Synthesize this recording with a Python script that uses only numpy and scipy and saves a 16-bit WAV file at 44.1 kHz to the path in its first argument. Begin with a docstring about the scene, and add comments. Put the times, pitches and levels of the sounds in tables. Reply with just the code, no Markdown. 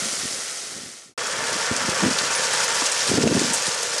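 """Trackside, one microphone in the wind, close to a steel hopper wagon pouring ballast on the track.
First the stones slide steadily from the chute, a locomotive faint behind, and it all fades to silence.
At 1.18 s a second view cuts in: stones grind and crack, the wagon drums and rings, the engine is louder.
A stone pings on steel, a dull knock follows, and the engine drops back. Just after 3 s the strongest
gusts buffet the microphone, and the recorder's limiter ducks the stones under them."""
import sys
import numpy as np
from scipy import signal
from scipy.fft import rfft, irfft
from scipy.io import wavfile
from scipy.ndimage import uniform_filter1d

SR = 44100
rng = np.random.default_rng(int(sys.argv[2]) if len(sys.argv) > 2 else 0)


def dump_mix(stems):
    """Bounce the given channels to the path in sys.argv[1] as a 16-bit WAV at rate SR."""
    frames = np.atleast_2d(stems).T  # one column per channel
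    limited = np.clip(frames, -1, 1)  # hard clip at full scale
    pcm = np.round(limited * 32767).astype(np.int16)
    wavfile.write(sys.argv[1], SR, pcm)


N = 176400
T = np.arange(N) / SR


def amp(db):
    """Decibels to gain."""
    return 10 ** (np.asarray(db) / 20)


def unit(x):
    """Scales to rms 1."""
    return x / np.sqrt(np.mean(x ** 2) + 1e-20)


def level(points):
    """Gain over time from rows of seconds and dB."""
    return amp(np.interp(T, *np.transpose(points)))


def add(mix, start_s, sound):
    """Mixes a sound in at its start time."""
    part = mix[round(start_s * SR):][:len(sound)]
    part += sound[:len(part)]


def colour(x, spectrum):
    """Causal filter with the given spectrum; the result has rms 1."""
    hz, db = np.transpose(spectrum)
    bin_hz = abs(np.fft.fftfreq(4096, 1 / SR)) + 1
    log_gain = np.log(amp(np.interp(np.log(bin_hz), np.log(hz), db)))
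    taps = np.fft.ifft(np.exp(np.conj(signal.hilbert(log_gain)))).real
    return unit(signal.oaconvolve(x, taps[:len(taps) // 2])[:N])


def wander(top_hz):
    """Random drift that rolls off above top_hz."""
    hz = np.fft.rfftfreq(N, 1 / SR)
    band = (hz > top_hz / 10) / (1 + (hz / top_hz) ** 2) ** 2
    return unit(irfft(rfft(rng.standard_normal(N)) * band, N))


def impacts(per_s, spread_db):
    """Random blows, many small and a few large."""
    size = amp(spread_db * np.minimum(rng.exponential(1, N), 5))
    return size * rng.choice([-1, 1], N) * (rng.random(N) < per_s / SR)


def scatter(x, wet_db, t60):
    """Adds a short diffuse echo off the wagon, track bed and trees."""
    t = np.arange(SR // 2) / SR
    tail = rng.standard_normal(len(t)) * 10 ** (-3 * t / t60) * (t > .002)
    return x + amp(wet_db) * signal.oaconvolve(x, tail / np.linalg.norm(tail))[:N]


# The engine's rumble. 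Each row: frequency in Hz, relative level in dB.
ENGINE_SPECTRUM = [(25, -24), (50, -13), (85, -4.5), (125, 3.5), (170, 5.5), (240, 1), (330, 0.5), (600, 5),
                   (2000, -61.5)]
# Its rise and fall behind the wagon. Each row: time in seconds, level in dB.
ENGINE_LEVELS = [(0, -61), (1.14, -49), (1.18, -44.5), (2.3, -43), (2.65, -44.5), (2.9, -53), (4.0, -49)]
def locomotive(firing_hz=33, depth=0.76):
    """In the background, exhaust puffs at the firing rate."""
    puffs = (1 + depth * np.cos(2 * np.pi * firing_hz * T)) * rng.standard_normal(N)
    return level(ENGINE_LEVELS) * colour(puffs, ENGINE_SPECTRUM)


# Gusts on the microphone. Each row: middle in seconds, length in seconds, level in dB.
MIC_GUSTS = [(0.048, 0.075, -38), (.13, 0.0082, -30), (.19, 0.021, -41), (0.247, 0.023, -33.5),
             (0.343, 0.11, -46), (0.818, 0.19, -35), (1.1, .07, -31), (1.408, 0.079, -41),
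             (1.526, 0.015, -33), (1.563, 0.011, -31), (1.721, .016, -23), (1.76, 0.042, -39),
             (1.836, 0.043, -35.5), (1.885, .02, -26.5), (1.924, .015, -35), (2.054, 0.057, -18.5),
             (2.116, 0.038, -31.5), (2.243, 0.044, -41), (3.123, 0.047, -22), (3.182, 0.011, -14),
             (3.253, 0.022, -12), (3.277, 0.0094, -15), (3.278, 0.18, -20), (3.314, 0.0089, -18.5),
             (3.366, .012, -11), (3.42, 0.047, -29.5), (3.478, 0.12, -35), (3.513, 0.0074, -34),
             (3.683, 0.013, -34)]
# Their low buffeting. Each row: frequency in Hz, relative level in dB.
WIND_SPECTRUM = [(25, -32), (40, -37), (60, -24.5), (90, -9.5), (160, -4), (240, 3), (330, -3.5), (440, -6),
                 (600, -15), (900, -23.5), (2000, -56), (6000, -86)]
def wind(breeze_db=-64, lump_db=4, steepness=4.4):
    """Lumpy turbulence right at the microphone, swelling with each gust."""
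    gusts = sum(amp(db) / (1 + abs(1.86 * (T - middle) / length) ** steepness)
                for middle, length, db in MIC_GUSTS)
    eddies = colour(rng.standard_normal(N), WIND_SPECTRUM) * amp(lump_db * wander(top_hz=70))
    running_rms = np.sqrt(uniform_filter1d(eddies ** 2, size=1500) + 1e-9)
    return (amp(breeze_db) + gusts) * eddies / running_rms


# A knock amid the stones. One row: start in seconds, peak in dB, decay in seconds.
DULL_KNOCK = (2.819, -16.5, 0.0053)
# Its body. Each row: frequency in Hz, relative level in dB.
KNOCK_SPECTRUM = [(80, -29), (250, -1), (500, -11), (850, -2), (1400, -13), (4000, -47)]
def knock():
    """One dull blow that dies away at once."""
    start, db, decay = DULL_KNOCK
    burst = rng.standard_normal(N) * (T >= start) * np.exp(-abs(T - start) / decay)
    blow = colour(burst, KNOCK_SPECTRUM)
    return amp(db) * blow / abs(blow).max()


# Stones drumming on wagon and sleepers. 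Each row: frequency in Hz, relative level in dB.
DRUM_SPECTRUM = [(150, -18), (500, -14), (750, -5), (920, -1), (1080, -1), (1400, 3), (1750, -0.5),
                 (2300, -4.5), (3200, -10.5), (6000, -49)]
# The drumming from the trackside. Each row: time in seconds, level in dB.
DRUM_LEVELS = [(1.18, -31.5), (1.27, -31.5), (1.6, -29), (1.8, -29), (1.94, -27), (2.15, -29.5), (2.5, -28),
               (2.8, -29.5), (3.1, -31), (3.55, -32), (3.9, -35), (4.0, -35.5)]
# The steel plates. Each row: frequency in Hz, relative level in dB, seconds to fall 60 dB.
PLATE_MODES = [(475, -6, 0.23), (524.4, -5.5, 0.22), (917.5, -4, 0.33), (1326, -9, 0.16),
               (1447, -10.5, .15), (1525, -7, 0.1), (1572, -14, .2), (1697, -4.5, 0.18), (1774, -3.5, 0.16),
               (2010, -17.5, 0.6), (3335, -8, 0.29)]
# The hollow hopper. Each row: frequency in Hz, relative level in dB.
BOOM_SPECTRUM = [(150, -26), (330, -16.5), (430, 0.5), (550, 2.5), (700, -5), (900, -11), (1500, -23),
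                 (4000, -58)]
def wagon(blows_per_s=2500, spread_db=3.5, plates_db=-10):
    """Stones drum on the wagon: the plates ring, and the hopper booms less as it empties."""
    thuds = colour(scatter(impacts(blows_per_s, spread_db), wet_db=-2, t60=0.17), DRUM_SPECTRUM)
    ring, t = np.zeros(N), np.arange(SR // 2) / SR
    for hz, db, t60 in PLATE_MODES:
        mode = np.sin(2 * np.pi * hz * t) * 10 ** (-3 * t / t60)
        hits = impacts(per_s=130, spread_db=spread_db)
        ring += amp(db) * unit(signal.oaconvolve(hits, mode)[:N])
    boom_db = -36 - 3 * np.maximum(T - 3.3, 0)  # falls 3 dB a second after 3.3 s
    boom = amp(boom_db) * colour(impacts(blows_per_s, spread_db), BOOM_SPECTRUM)
    return level(DRUM_LEVELS) * (thuds + amp(plates_db) * ring) + boom


# Stone on steel. One row: start in seconds, pitch in Hz, level in dB, rise and decay in seconds.
STEEL_PING = (2.349, 9645, -17, .008, .014)
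def ping():
    """One stone strikes steel, which rings with a brief high tone."""
    out, t = np.zeros(N), np.arange(SR // 10) / SR
    start, hz, db, rise, decay = STEEL_PING
    envelope = np.minimum(t / rise, 1) * np.exp(-t / decay)
    add(out, start, amp(db) * envelope * np.sin(2 * np.pi * hz * t))
    return out


# Stones cracking close by. Each row: start in seconds, level in dB, centre in Hz, length in seconds.
STONE_CRACKS = [(1.529, -15, 6300, 0.0047), (1.765, -7.5, 6900, 0.0027), (2.186, -5.5, 6130, 0.0078),
                (2.532, -9, 8600, .008), (2.604, -9.5, 6500, 0.0027), (2.642, -12, 6500, 0.011),
                (2.68, -11, 6540, .002), (2.864, -10, 5200, .006), (2.905, -26, 5900, 0.0019),
                (2.917, -11, 9000, 0.0099), (3.07, -14, 5500, 0.016), (3.136, -30, 4400, .008),
                (3.275, -5.5, 3750, 0.0046), (3.534, -7, 7900, 0.02), (3.544, -11, 8500, 0.011),
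                (3.624, -9.5, 6500, 0.0016), (3.656, -12, 5370, 0.028), (3.693, -19, 7900, .002),
                (3.746, -13, 6300, 0.0047), (3.829, -10, 5000, .005), (3.981, -8.5, 6600, 0.0067)]
def cracks(clicks_per_s=6000, snap_decay_s=0.0003, half_width_octaves=0.76):
    """Pinched stones snap, each with a first click and a short crunch of further ones."""
    out, t = np.zeros(N), np.arange(SR // 10) / SR
    hz = np.fft.rfftfreq(len(t), 1 / SR) + 1
    for start, db, centre_hz, length in STONE_CRACKS:
        clicks = rng.standard_normal(len(t)) * (rng.random(len(t)) < clicks_per_s / SR)
        crunch = (t == 0) + 0.57 * clicks * np.exp(-(t / length) ** 2)
        snap = rng.standard_normal(len(t)) * np.exp(-t / snap_decay_s)
        band = 1 / (1 + (np.log2(hz / centre_hz) / half_width_octaves) ** 2)
        burst = irfft(rfft(crunch) * rfft(snap) * band, len(t)) * (t < t[-1] / 2)
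        add(out, start, amp(db) * burst / abs(burst).max())
    return out


def clatter(clicks_per_s, spread_db=2.5, decay_cycles=3.15, clump_db=0.5, sizes=28):
    """Stones of many sizes click in clumps, each size at its own pitch, among unpitched ticks."""
    clicks, t = np.zeros(N), np.arange(SR // 100) / SR
    for hz in np.geomspace(1500, 13000, sizes):
        click = np.sin(2 * np.pi * hz * t) * np.exp(-t * hz / decay_cycles)
        hits = impacts(clicks_per_s / sizes, spread_db) * amp(clump_db * wander(top_hz=25))
        clicks += signal.oaconvolve(hits, unit(click) * np.sqrt(hz))[:N]
    ticks = impacts(clicks_per_s / 2, spread_db)
    return unit(unit(clicks) + 1.3 * unit(ticks))


# The chute, heard in the first view. Each row: frequency in Hz, relative level in dB.
POUR_SPECTRUM = [(60, -18), (150, -11), (330, -5.5), (540, 0), (720, -2.5), (960, -7.5), (1350, 0),
                 (1650, -5.5), (1980, -1.5), (2400, -5.5), (2850, -6), (3100, -3), (3600, -5), (4400, -1.5),
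                 (6000, 1), (7800, -2), (9400, -3), (10500, -8.5), (12000, -21.5), (14500, -38)]
def pour(level_db=-26):
    """An even stream of stones slides out of the chute."""
    stream = scatter(clatter(clicks_per_s=11000), wet_db=-15, t60=0.12)
    return amp(level_db) * colour(stream, POUR_SPECTRUM)


# Stone on stone, up front in the second view. Each row: frequency in Hz, relative level in dB.
STONE_SPECTRUM = [(200, -56), (700, -5), (2000, -3.5), (2800, -1), (3900, -1.5), (5200, 3), (6500, 1.5),
                  (8000, -1), (10000, -7), (11000, -13.5), (12200, -25), (14500, -39)]
# The flow onto the track. Each row: time in seconds, level in dB.
FLOW_LEVELS = [(1.18, -29.5), (1.35, -29.5), (1.44, -27.5), (1.8, -27.5), (2.0, -25.5), (2.25, -25.5),
               (2.55, -24), (2.9, -23.5), (3.2, -24), (3.5, -24.5), (3.7, -26), (3.9, -27.5), (4.0, -26)]
def stones(surge_db=1.0, surge_hz=30.24):
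    """Stones tumble and grind onto the track in quick surges."""
    rattle = clatter(clicks_per_s=7000) * amp(surge_db * wander(surge_hz))
    return level(FLOW_LEVELS) * colour(scatter(rattle, wet_db=-13, t60=0.083), STONE_SPECTRUM)


def scene(fade_end_s=1.141, cut_in_s=1.177):
    """Two views from beside the track, in mono: the first fades out, the second cuts in."""
    background = wind() + locomotive()
    first_view = background + pour()
    ballast = stones() + wagon()
    treble_cut = signal.butter(6, 10000, fs=SR, output="sos")
    single_stones = scatter(signal.sosfilt(treble_cut, cracks() + ping()), wet_db=-9, t60=.12)
    second_view = background + knock() + single_stones + ballast
    fade = np.clip(1 - T / fade_end_s, 0, 1) ** 0.91
    return (fade * first_view + (T >= cut_in_s) * second_view)[None]


def record(dry, low_cut_hz=58, threshold_db=-15.5, recover_db_per_s=110, ceiling=.6, top_hz=14500):
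    """The microphone's low cut, then the recorder's quick limiter, soft ceiling and band limit."""
    mic = signal.sosfilt(signal.butter(3, low_cut_hz, "high", fs=SR, output="sos"), dry)
    power_db = 10 * np.log10(abs(uniform_filter1d(mic[0] ** 2, size=170)) + 1e-12)
    recovery_db = T * recover_db_per_s
    held_db = np.maximum.accumulate(power_db + recovery_db) - recovery_db
    over_db = np.maximum(held_db - threshold_db, 0)
    ducked = mic / amp(.8 * uniform_filter1d(over_db, size=90))  # 5:1 ratio
    rounded = ducked / (1 + (ducked / ceiling) ** 8) ** (1 / 8)
    band_limit = signal.firwin(511, top_hz, window=("kaiser", 9), fs=SR)
    return signal.oaconvolve(rounded, band_limit[None], "same")


dry = scene()
out = record(dry)
dump_mix(out)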